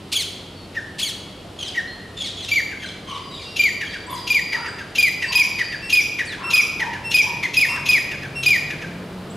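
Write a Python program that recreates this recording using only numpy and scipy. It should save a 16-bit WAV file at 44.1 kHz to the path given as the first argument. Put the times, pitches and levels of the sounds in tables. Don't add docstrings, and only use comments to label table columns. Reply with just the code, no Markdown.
import sys
import numpy as np
from scipy import signal
from scipy.fft import rfft, irfft, next_fast_len
from scipy.io import wavfile
from scipy.ndimage import uniform_filter1d, minimum_filter1d

SR = 44100
rng = np.random.default_rng(int(sys.argv[2]) if len(sys.argv) > 2 else 0)


def unload_wav(signal):
    wavfile.write(
        sys.argv[1],
        SR,
        np.round(np.clip(np.atleast_2d(signal).T, -1, 1) * 32767).astype(np.int16),
    )


N = 412776
TIME = np.arange(N) / SR
CUTOFF_HZ = 15500


def from_db(db):
    return 10 ** (np.asarray(db) / 20)


def rms_one(x):
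    return x / np.sqrt(np.mean(x ** 2) + 1e-20)


def along(rows, t):
    s, *columns = np.transpose(rows)
    return [np.interp(t, s, c) for c in columns]


def at_hz(points, hz):
    f, value = np.transpose(points)
    return np.interp(np.log(np.maximum(hz, 1)), np.log(f), value)


def colour(x, spectrum):
    length = x.shape[-1]
    size = next_fast_len(length)
    gain = from_db(at_hz(spectrum, np.fft.rfftfreq(size, 1 / SR)))
    return irfft(rfft(x, size) * gain, size)[..., :length]


def wander(t, rate):
    steps = (t - t[0]) * rate
    count = len(t) // 4
    return np.interp(steps, np.arange(count), rng.standard_normal(count))


def phase_of(hz):
    return 2 * np.pi * np.cumsum(hz) / SR


def glide(t, first, last, bend):
    return first + (last - first) * (t / t[-1]) ** bend


def fade(t, edge):
    return np.clip(np.minimum(t - t[0], t[-1] - t) / edge, 0, 1)


def gate(t, start, stop, edge):
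    return np.clip(np.minimum(t - start, stop - t) / edge, 0, 1)


def bump(t, centre, width):
    return np.exp(-((t - centre) / width) ** 2)


def add(track, s, sound):
    i = max(int(s * SR), 0)
    track[i:i + len(sound)] += sound[:max(N - i, 0)]


# f/Hz, side against mid level/dB
WIDTH = [(30, -32), (90, -37), (180, -23), (350, -17.5), (700, -8), (2000, -10.5), (8000, -11),
         (14000, -21)]


def spread(mid, side):
    return mid + colour(side, WIDTH) * np.array([[1], [-1]])


RUMBLE_DB, RUMBLE_RISE_DB_PER_S = -40, 0.28
# f/Hz, relative level/dB
RUMBLE = [(12, -41), (20, -16), (48, -3.5), (156, 0), (191, 2.5), (221, -2.5), (307, -1), (369, -2.5),
          (397, -2.5), (664, -8), (1090, -13.5), (1240, -13.5), (1430, -14), (1600, -21), (2080, -18),
          (3520, -120)]
# f/Hz, relative level/dB
AIR = [(900, -20), (1600, -9.5), (3000, 0), (4500, -4.5), (6000, -13), (10500, -16), (12500, -23),
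       (16000, -34)]


def town(air_db=-48, hum_hz=96, hum_db=-47):
    rumble = spread(*rms_one(colour(rng.standard_normal((2, N)), RUMBLE)))
    air = spread(*rms_one(colour(rng.standard_normal((2, N)), AIR)))
    hum_phase = phase_of(hum_hz * (1 + 0.0434 * wander(TIME, 25)))
    hum = np.sin(hum_phase) * from_db(hum_db + 3.1 * wander(TIME, 8))
    rumble_gain = from_db(RUMBLE_DB + RUMBLE_RISE_DB_PER_S * TIME)
    return rumble_gain * rumble + from_db(air_db) * air + hum


# f/Hz, relative level/dB
THROAT = [(1000, -23), (1900, -16.5), (2500, -0.5), (3300, -1), (4400, -1), (5600, -9), (6800, -11),
          (9000, -11), (11500, -19.5), (15000, -25)]


def open_voice(t, hz, jitter, hiss_db):
    k = np.arange(1, 17)[:, None]
    gains = from_db(at_hz(THROAT, k * hz)) * (k * hz < CUTOFF_HZ)
    phase = phase_of(hz * (1 + jitter * wander(t, 1492)))
    power = (gains ** 2).sum(axis=0) / 2
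    voice = (gains * np.cos(k * phase)).sum(axis=0) / np.sqrt(power)
    hiss = rms_one(colour(rng.standard_normal(len(t)), THROAT))
    return voice + from_db(hiss_db) * hiss


# t/s, length/s, pitch factor, level/dB before the register's own
SQUEALS = [(0.117, .12, .99, -21.5), (0.983, .13, 0.99, -24)]
# start and end as shares of the squeal,
# first f/Hz and last f/Hz before the pitch factor, bend of the glide, added level/dB
REGISTERS = [(0, 0.344, 655, 1741, 1.2, -0.5), (0.298, 0.531, 3454, 2950, 2.46, 3),
             (.49, 1, 2295, 1302, 2.4, -2)]


def squeals(edge=0.0014, swell_db=9, shake_db=2):
    out = np.zeros(N)
    for s, length, factor, db in SQUEALS:
        for start, end, first, last, bend, level_db in REGISTERS:
            t = np.arange(0, (end - start) * length, 1 / SR)
            voice = open_voice(t, factor * glide(t, first, last, bend), jitter=.024, hiss_db=-12)
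            arch_db = swell_db * (np.sin(np.pi * t / t[-1]) - 1) + shake_db * wander(t, 282)
            cry = from_db(db + level_db + arch_db) * fade(t, edge) * voice
            add(out, s + start * length, cry)
    return out


def sweep(length, first, last, jitter, edge):
    t = np.arange(0, length, 1 / SR)
    hz = np.linspace(first, last, len(t)) * (1 + jitter * wander(t, 774))
    return fade(t, edge) * np.sqrt(2) * np.sin(phase_of(hz))


# t/s, length/s, first f/Hz, last f/Hz, level/dB
CHIPS = [(0.555, 0.11, 4470, 4370, -51.5), (1.872, 0.085, 4220, 4210, -42.5),
         (4.066, 0.0088, 7440, 8300, -44), (4.101, .024, 9200, 14500, -43),
         (4.122, .044, 12900, 4580, -43.5), (4.68, 0.013, 7300, 8450, -47),
         (5.282, 0.032, 4660, 4670, -27.5), (6.252, .016, 6500, 10300, -42.5),
         (6.269, 0.024, 10200, 7500, -48), (6.27, 0.073, 4700, 3130, -37.5), (9.3, .02, 7250, 8300, -48.5)]


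def chips(jitter=0.015):
    out = np.zeros(N)
    for s, length, first, last, db in CHIPS:
        add(out, s, from_db(db) * sweep(length, first, last, jitter, edge=0.0026))
    return out


# f/Hz, level/dB against the fundamental before each voice's overtone setting
OVERTONES = [(3200, -9.5), (4400, -9.5), (4750, -13.5), (4980, -9.5), (5400, -11.5), (6500, -15),
             (7400, -28), (8200, -21), (9450, -38), (9800, -20.5), (10200, -21), (11000, -31), (12300, -23),
             (14900, -30.5)]


def clear_voice(hz, overtone_db):
    phase = phase_of(hz)
    upper = sum(from_db(at_hz(OVERTONES, k * hz)) * np.sin(k * phase) for k in range(2, 7))
    return np.sqrt(2) * (np.sin(phase) + from_db(overtone_db) * upper)


def rasp(t, pulse_hz, spectrum, jitter, hiss):
    uneven_hz = pulse_hz * np.exp(jitter * wander(t, 700))
    cycles = np.floor(phase_of(uneven_hz) / (2 * np.pi))
    pulses = np.diff(cycles, prepend=0) + hiss * rng.standard_normal(len(t))
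    return rms_one(colour(pulses, spectrum))


CLUCK_FALL, CLUCK_FALL_S = 0.69, .017
# f/Hz, relative level/dB
CLUCK_COLOUR = [(900, -28), (1500, -1), (2200, 6.5), (3300, -6), (4300, -11.5), (6500, -15), (8000, -29),
                (11000, -23.5), (15000, -38)]


def cluck(length, hz, db, rasp_db, overtone_db=-13, waver=0.018, scrape_tail_db=-12, tone_db=1):
    t = np.arange(0, length, 1 / SR)
    u = t / t[-1]
    fall = 1 - (1 - CLUCK_FALL) * np.exp((t - length) / CLUCK_FALL_S)
    pitch = hz * fall * (1 + waver * wander(t, 700))
    swell = bump(u, 0.63, 0.21) * from_db(2 * wander(t, 378))
    flapping = rasp(t, pitch / 2, CLUCK_COLOUR, jitter=.09, hiss=.07)
    scrape = (bump(u, 0.25, .15) + from_db(scrape_tail_db)) * flapping
    note = from_db(db + tone_db) * swell * clear_voice(pitch, overtone_db)
    return fade(t, 0.0012) * (note + from_db(rasp_db) * scrape)


SOFT_CLUCK_HZ, SOFT_CLUCK_DB, SOFT_RASP_DB = 1792, -33, -35
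CLUCK_EFFORT_KEPT = .33
CLUCK_GAP_S, CLUCK_GAP_S_PER_DB = .118, .001
# t/s, clucks in the run, then for the first one
# length/s, f/Hz, tone level/dB before cluck's tone_db, rasp level/dB
CLUCKS = [(0.744, 1, .056, 1988, -21.5, -35.5), (1.743, 1, .066, 2024, -19.5, -31),
          (2.708, 2, 0.037, 1916, -34, -36), (3.806, 2, 0.041, 2043, -24.5, -27),
          (4.521, 3, .05, 2140, -21, -23.5), (5.218, 1, 0.042, 2154, -20, -24),
          (5.584, 2, 0.047, 2162, -18.5, -23.5), (6.184, 2, 0.044, 2128, -19.5, -23.5),
          (6.794, 2, .049, 2123, -19.5, -23.5), (7.426, 1, 0.046, 2285, -20, -21.5),
          (7.755, 1, 0.036, 1873, -33, -32), (8.108, 2, 0.049, 1900, -36, -28.5),
          (8.698, 2, 0.051, 1887, -37, -28.5)]


def clucks():
    out, soft = np.zeros(N), np.array([SOFT_CLUCK_HZ, SOFT_CLUCK_DB, SOFT_RASP_DB])
    for s, count, length, hz, db, rasp_db in CLUCKS:
        effort = np.array([hz, db, rasp_db]) - soft
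        gap = CLUCK_GAP_S + CLUCK_GAP_S_PER_DB * (db - SOFT_CLUCK_DB)
        for k in range(round(count)):
            add(out, s + k * gap, cluck(length, *(soft + effort * CLUCK_EFFORT_KEPT ** k)))
    return out


# t/s, length/s, f/Hz before the arch, level/dB before the scene's yap_db
YAPS = [(1.36, .16, 680, -52), (1.567, 0.23, 750, -51.5), (3.062, 0.1, 1124, -35),
        (4.061, 0.076, 1025, -33), (4.519, 0.057, 953, -36), (4.535, 0.11, 1376, -37),
        (5.259, 0.097, 1017, -36.5), (6.366, 0.11, 1058, -37.5), (6.386, 0.13, 1335, -36),
        (6.788, 0.085, 905, -32.5), (7.222, 0.071, 967, -33), (7.642, 0.13, 1030, -37.5),
        (7.676, 0.076, 1250, -38)]


def yaps(arch=.11, rough=0.073, octave_db=-11):
    out = np.zeros(N)
    for s, length, hz, db in YAPS:
        t = np.arange(0, length, 1 / SR)
        swell = np.sin(np.pi * t / length)
        phase = phase_of(hz * (1 + arch * (swell - .8) + rough * wander(t, 509)))
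        voice = np.sqrt(2) * (np.sin(phase) + from_db(octave_db) * np.sin(2 * phase))
        add(out, s, from_db(db) * fade(t, 0.005) * voice)
    return out


MEW_WHISTLE_SHARE, MEW_DROOP = 0.52, .86
MEW_DROP_FIRST, MEW_DROP_LAST, MEW_DROP_DB = .63, .42, -1.5


def mew(length, hz, jitter=0.031, hiss_db=-7, edge=0.01, shake_db=4):
    t = np.arange(0, length * MEW_WHISTLE_SHARE, 1 / SR)
    droop = glide(t, hz, hz * MEW_DROOP, bend=3.14)
    whistle = fade(t, edge) * open_voice(t, droop, jitter, hiss_db)
    t = np.arange(0, length * (1 - MEW_WHISTLE_SHARE), 1 / SR)
    low = hz * glide(t, MEW_DROP_FIRST, MEW_DROP_LAST, bend=1.5)
    drop = fade(t, edge) * open_voice(t, low, jitter, hiss_db)
    cry = np.concatenate([whistle, from_db(MEW_DROP_DB) * drop])
    return cry * from_db(shake_db * (wander(np.arange(len(cry)) / SR, 250) - 0.32))


NEAREST_MEW_DB, MEW_DIRECT_LOSS = -25, 0.3
MEW_TREBLE_LOSS = 0.48
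# t/s, length/s, whistle f/Hz, level/dB before distance and quaver
MEWS = [(1.583, .115, 3330, -30.5), (2.166, .13, 3590, -30), (2.365, .105, 3424, -30.5),
        (2.797, .11, 3350, -34.5), (3.069, 0.12, 3160, -35.5), (3.308, 0.15, 3870, -36),
        (3.844, 0.1, 3290, -37.5), (4.09, 0.12, 3500, -37)]


def mews():
    direct, sent = np.zeros(N), np.zeros(N)
    for s, length, hz, db in MEWS:
        far_db = db - NEAREST_MEW_DB
        dulling_db = MEW_TREBLE_LOSS * far_db
        spectrum = [(3500, 1), (7000, dulling_db), (14000, -9.5 + dulling_db)]
        sound = from_db(db) * colour(mew(length, hz), spectrum)
        add(sent, s, sound)
        add(direct, s, sound * from_db(MEW_DIRECT_LOSS * far_db))
    return direct, sent


OPENING_LEAD_S, OPENING_WIDTH_S, OPENING_DB = .023, .0055, -9.5
OPENING_HZ = 1350
FIRST_NOTE_S, SECOND_NOTE_AT_S, NOTE_EDGE_S = .026, 0.0428, 0.0031
FALL_AT_S, FALL_BEND = .048, 1.15
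SPENT_AT_S, SPENT_DB, SPENT_OVER_S = 0.071, -8, 0.0048
BREAK_RASP_DB, NOTE_RASP_DB = -18.5, -29.5
FLARE_DB, FLARE_S = -12, 0.0017
CRACK_ABOVE, CRACK_S, CRACK_FIRST_HZ, CRACK_LAST_HZ, CRACK_DB = .85, 0.0217, 6100, 5350, -28
# f/Hz, relative level/dB
RASP = [(1000, -32), (1600, -21), (2500, 0), (3300, 0), (4100, -8.5), (5200, -12.5), (6500, -10),
        (8000, -32), (11500, -18), (15000, -46)]
# t/s of the first note, f/Hz, level/dB before drive_db, length/s,
# last pitch as a share of the first
CALLS = [(2.515, 2341, -18, 0.093, 0.76), (3.593, 2387, -16, .105, 0.77), (4.302, 2435, -16.5, .1, 0.76),
         (4.983, 2450, -14.5, .11, .78), (5.353, 2497, -13, .074, 0.88), (5.927, 2489, -13, 0.084, .88),
         (6.534, 2497, -13, 0.08, 0.87), (7.142, 2500, -13.5, .079, .88), (7.568, 2509, -15, 0.091, 0.7),
         (7.888, 2497, -14.5, 0.1, .72), (8.461, 2461, -14, .11, 0.73)]


def loud_calls(sag=.028, sag_width=.0065, jitter=0.0044, drive_db=2.5, second_db=-0.3, overtone_db=0,
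               dulling_db=-10, dull_fall=0.04, shake_db=14, leak_db=-36, catch_db=3):
    out = np.zeros(N)
    for s, hz, db, length, last in CALLS:
        t = np.arange(-OPENING_LEAD_S - 2 * OPENING_WIDTH_S, length, 1 / SR)
        progress = np.clip((t - FALL_AT_S) / (length - FALL_AT_S), 0, 1)
        fall = (1 - last) * progress ** FALL_BEND
        pitch = hz * (1 - fall - sag * bump(t, FIRST_NOTE_S, sag_width) + jitter * wander(t, 395))

        first = gate(t, 0, FIRST_NOTE_S, NOTE_EDGE_S)
        second = gate(t, SECOND_NOTE_AT_S, length, NOTE_EDGE_S)
        spent_db = SPENT_DB * np.clip((t - SPENT_AT_S) / SPENT_OVER_S, 0, 1)
        second_gain = from_db(second_db + spent_db + shake_db * fall * wander(t, 500))
        force = first + second * second_gain + from_db(leak_db)
        dulled_db = dulling_db * np.minimum(fall / dull_fall, 1)
        tone = force * clear_voice(pitch, overtone_db + dulled_db + 2.6 * wander(t, 393))

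        catch = from_db(catch_db) * bump(t, SECOND_NOTE_AT_S + FLARE_S, FLARE_S)
        flares = bump(t, 0, FLARE_S) + bump(t, FIRST_NOTE_S, FLARE_S) + catch
        between = (1 - first) * gate(t, t[0], SECOND_NOTE_AT_S, OPENING_WIDTH_S)
        hoarse = from_db(FLARE_DB) * flares + from_db(BREAK_RASP_DB) * between + from_db(NOTE_RASP_DB)
        flapping = rasp(t, pitch / 3, RASP, jitter=.13, hiss=.06)

        opening_gain = from_db(OPENING_DB) * bump(t, -OPENING_LEAD_S, OPENING_WIDTH_S)
        opening = opening_gain * rasp(t, OPENING_HZ, RASP, jitter=.04, hiss=0.046)
        call = from_db(db + drive_db) * fade(t, .0012) * (opening + tone + hoarse * flapping)
        add(out, s + t[0], call)
        if last > CRACK_ABOVE:
            squeak = sweep(CRACK_S, CRACK_FIRST_HZ, CRACK_LAST_HZ, jitter=0.0091, edge=0.0039)
            add(out, s + length - NOTE_EDGE_S, from_db(CRACK_DB) * squeak)
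    return out


TRILL_HZ, TRILL_SAG_HZ_PER_S, TRILL_SWELL_DB_PER_S, TRILL_EDGE_S = 4860, 200, 8.5, .12
# t/s, length/s, level/dB at the end before the edge fade and the scene's trill_db
TRILL = [(3.099, 0.91, -37), (4.048, 0.68, -31.5), (4.952, 0.82, -32)]


def trill(waver=.026, octave_db=-21, flutter_db=3):
    out = np.zeros(N)
    for s, length, db in TRILL:
        t = np.arange(0, length, 1 / SR)
        phase = phase_of((TRILL_HZ - TRILL_SAG_HZ_PER_S * t) * (1 + waver * wander(t, 120)))
        level_db = db + TRILL_SWELL_DB_PER_S * (t - length) + flutter_db * wander(t, 28.8)
        tone = np.sin(phase) + from_db(octave_db) * np.sin(2 * phase)
        add(out, s, from_db(level_db) * fade(t, TRILL_EDGE_S) * tone)
    return out


# t/s, length/s, f/Hz, level/dB before the partials' own
WHISTLES = [(3.444, 0.16, 2770, -44.5), (5.204, 0.17, 2680, -39), (5.814, 0.17, 2704, -35.5),
            (6.428, 0.11, 2705, -30.5), (7.036, 0.12, 2710, -30), (7.675, 0.095, 2722, -28),
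            (8.347, 0.084, 2722, -29.5)]


def whistles():
    partials_db = [4.5, -6.0, -15, -20, -27]
    out = np.zeros(N)
    for s, length, hz, db in WHISTLES:
        t = np.arange(0, length, 1 / SR)
        phase = phase_of(hz * (1 + 0.0045 * wander(t, 92)))
        sound = sum(from_db(level) * np.sin(k * phase) for k, level in enumerate(partials_db, 1))
        add(out, s, from_db(db) * fade(t, 0.022) * sound)
    return out


# t/s, firing f/Hz, level/dB
MOTOR = [(0, 130.6, -72), (6.5, 135.5, -47.5), (8.3, 144, -38.5), (8.72, 145, -37), (9.0, 185.6, -36),
         (9.36, 185.4, -35)]


def motor(rough=0.048, throb_db=3, roar_db=-4):
    hz, db = along(MOTOR, TIME)
    phase = phase_of(hz * (1 + rough * wander(TIME, 60)))
    note = (np.sin(phase) + 0.097 * np.sin(2 * phase)) * from_db(throb_db * wander(TIME, 30))
    dull = [(60, -19), (150, -3.0), (300, -11.0), (600, -12.5), (1500, -19.0), (5000, -44)]  # Hz, dB
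    roar = rms_one(colour(rng.standard_normal(N), dull))
    return from_db(db) * (note + from_db(roar_db) * roar)


# delay t/s, level/dB
ECHOES = [(0.0175, -15.5), (.053, -14), (.092, -22.5)]


def wall_echoes(notes):
    return sum(from_db(db) * np.interp(TIME - delay, TIME, notes, left=0) for delay, db in ECHOES)


# f/Hz, level/dB
AIM = [(1500, 3), (2400, 0.5), (3300, 5), (5000, 3), (7000, 9), (11000, 5)]


def toward_trees(notes):
    return colour(notes, AIM)


# f/Hz, t60/s
GARDEN_T60 = [(500, 1.0), (2300, 1), (5000, 0.79), (10000, 0.52), (15000, 0.62)]


def garden(x):
    t = np.arange(SR) / SR
    edges = np.geomspace(400, 16000, 8)
    tail = 0
    for low, high in zip(edges, edges[1:]):
        band_pass = signal.butter(2, [low, high], "band", fs=SR, output="sos")
        band = signal.sosfilt(band_pass, rng.standard_normal((2, SR)))
        tail = tail + band * from_db(-60 * t / at_hz(GARDEN_T60, np.sqrt(low * high)))
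    tail = tail * np.clip(t / 0.0013, 0, 1) / np.sqrt(SR / 20)
    return spread(*signal.fftconvolve(x[None], tail, axes=1)[:, :N])


def scene(wet_db=-9, cry_wet_db=-6, mew_wet_db=-3, yap_db=1, trill_db=-2):
    notes = loud_calls() + whistles() + clucks() + chips()
    squeal = squeals()
    mew_direct, mew_sent = mews()
    far = from_db(yap_db) * yaps() + from_db(trill_db) * trill()
    cries_sent = from_db(cry_wet_db) * squeal + from_db(mew_wet_db) * mew_sent
    scatter = garden(from_db(wet_db) * toward_trees(notes) + cries_sent + far)
    slightly_left = from_db([[.4], [-.4]])
    near = (notes + squeal + mew_direct + wall_echoes(notes)) * slightly_left
    return near + scatter + town() + motor()


def record(dry, release_db_per_s=300):
    ceiling_db = -6.8
    peak_db = 20 * np.log10(np.abs(dry).max(axis=0) + 1e-9)
    over = np.maximum(peak_db - ceiling_db, 0)
    release = release_db_per_s * TIME
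    held = np.maximum.accumulate(over + release) - release
    gain_db = uniform_filter1d(minimum_filter1d(-held, size=64), size=64)
    steep_cut = signal.ellip(10, .1, 80, CUTOFF_HZ, fs=SR, output="sos")
    return signal.sosfilt(steep_cut, dry * from_db(gain_db))


dry = scene()
out = record(dry)
unload_wav(out)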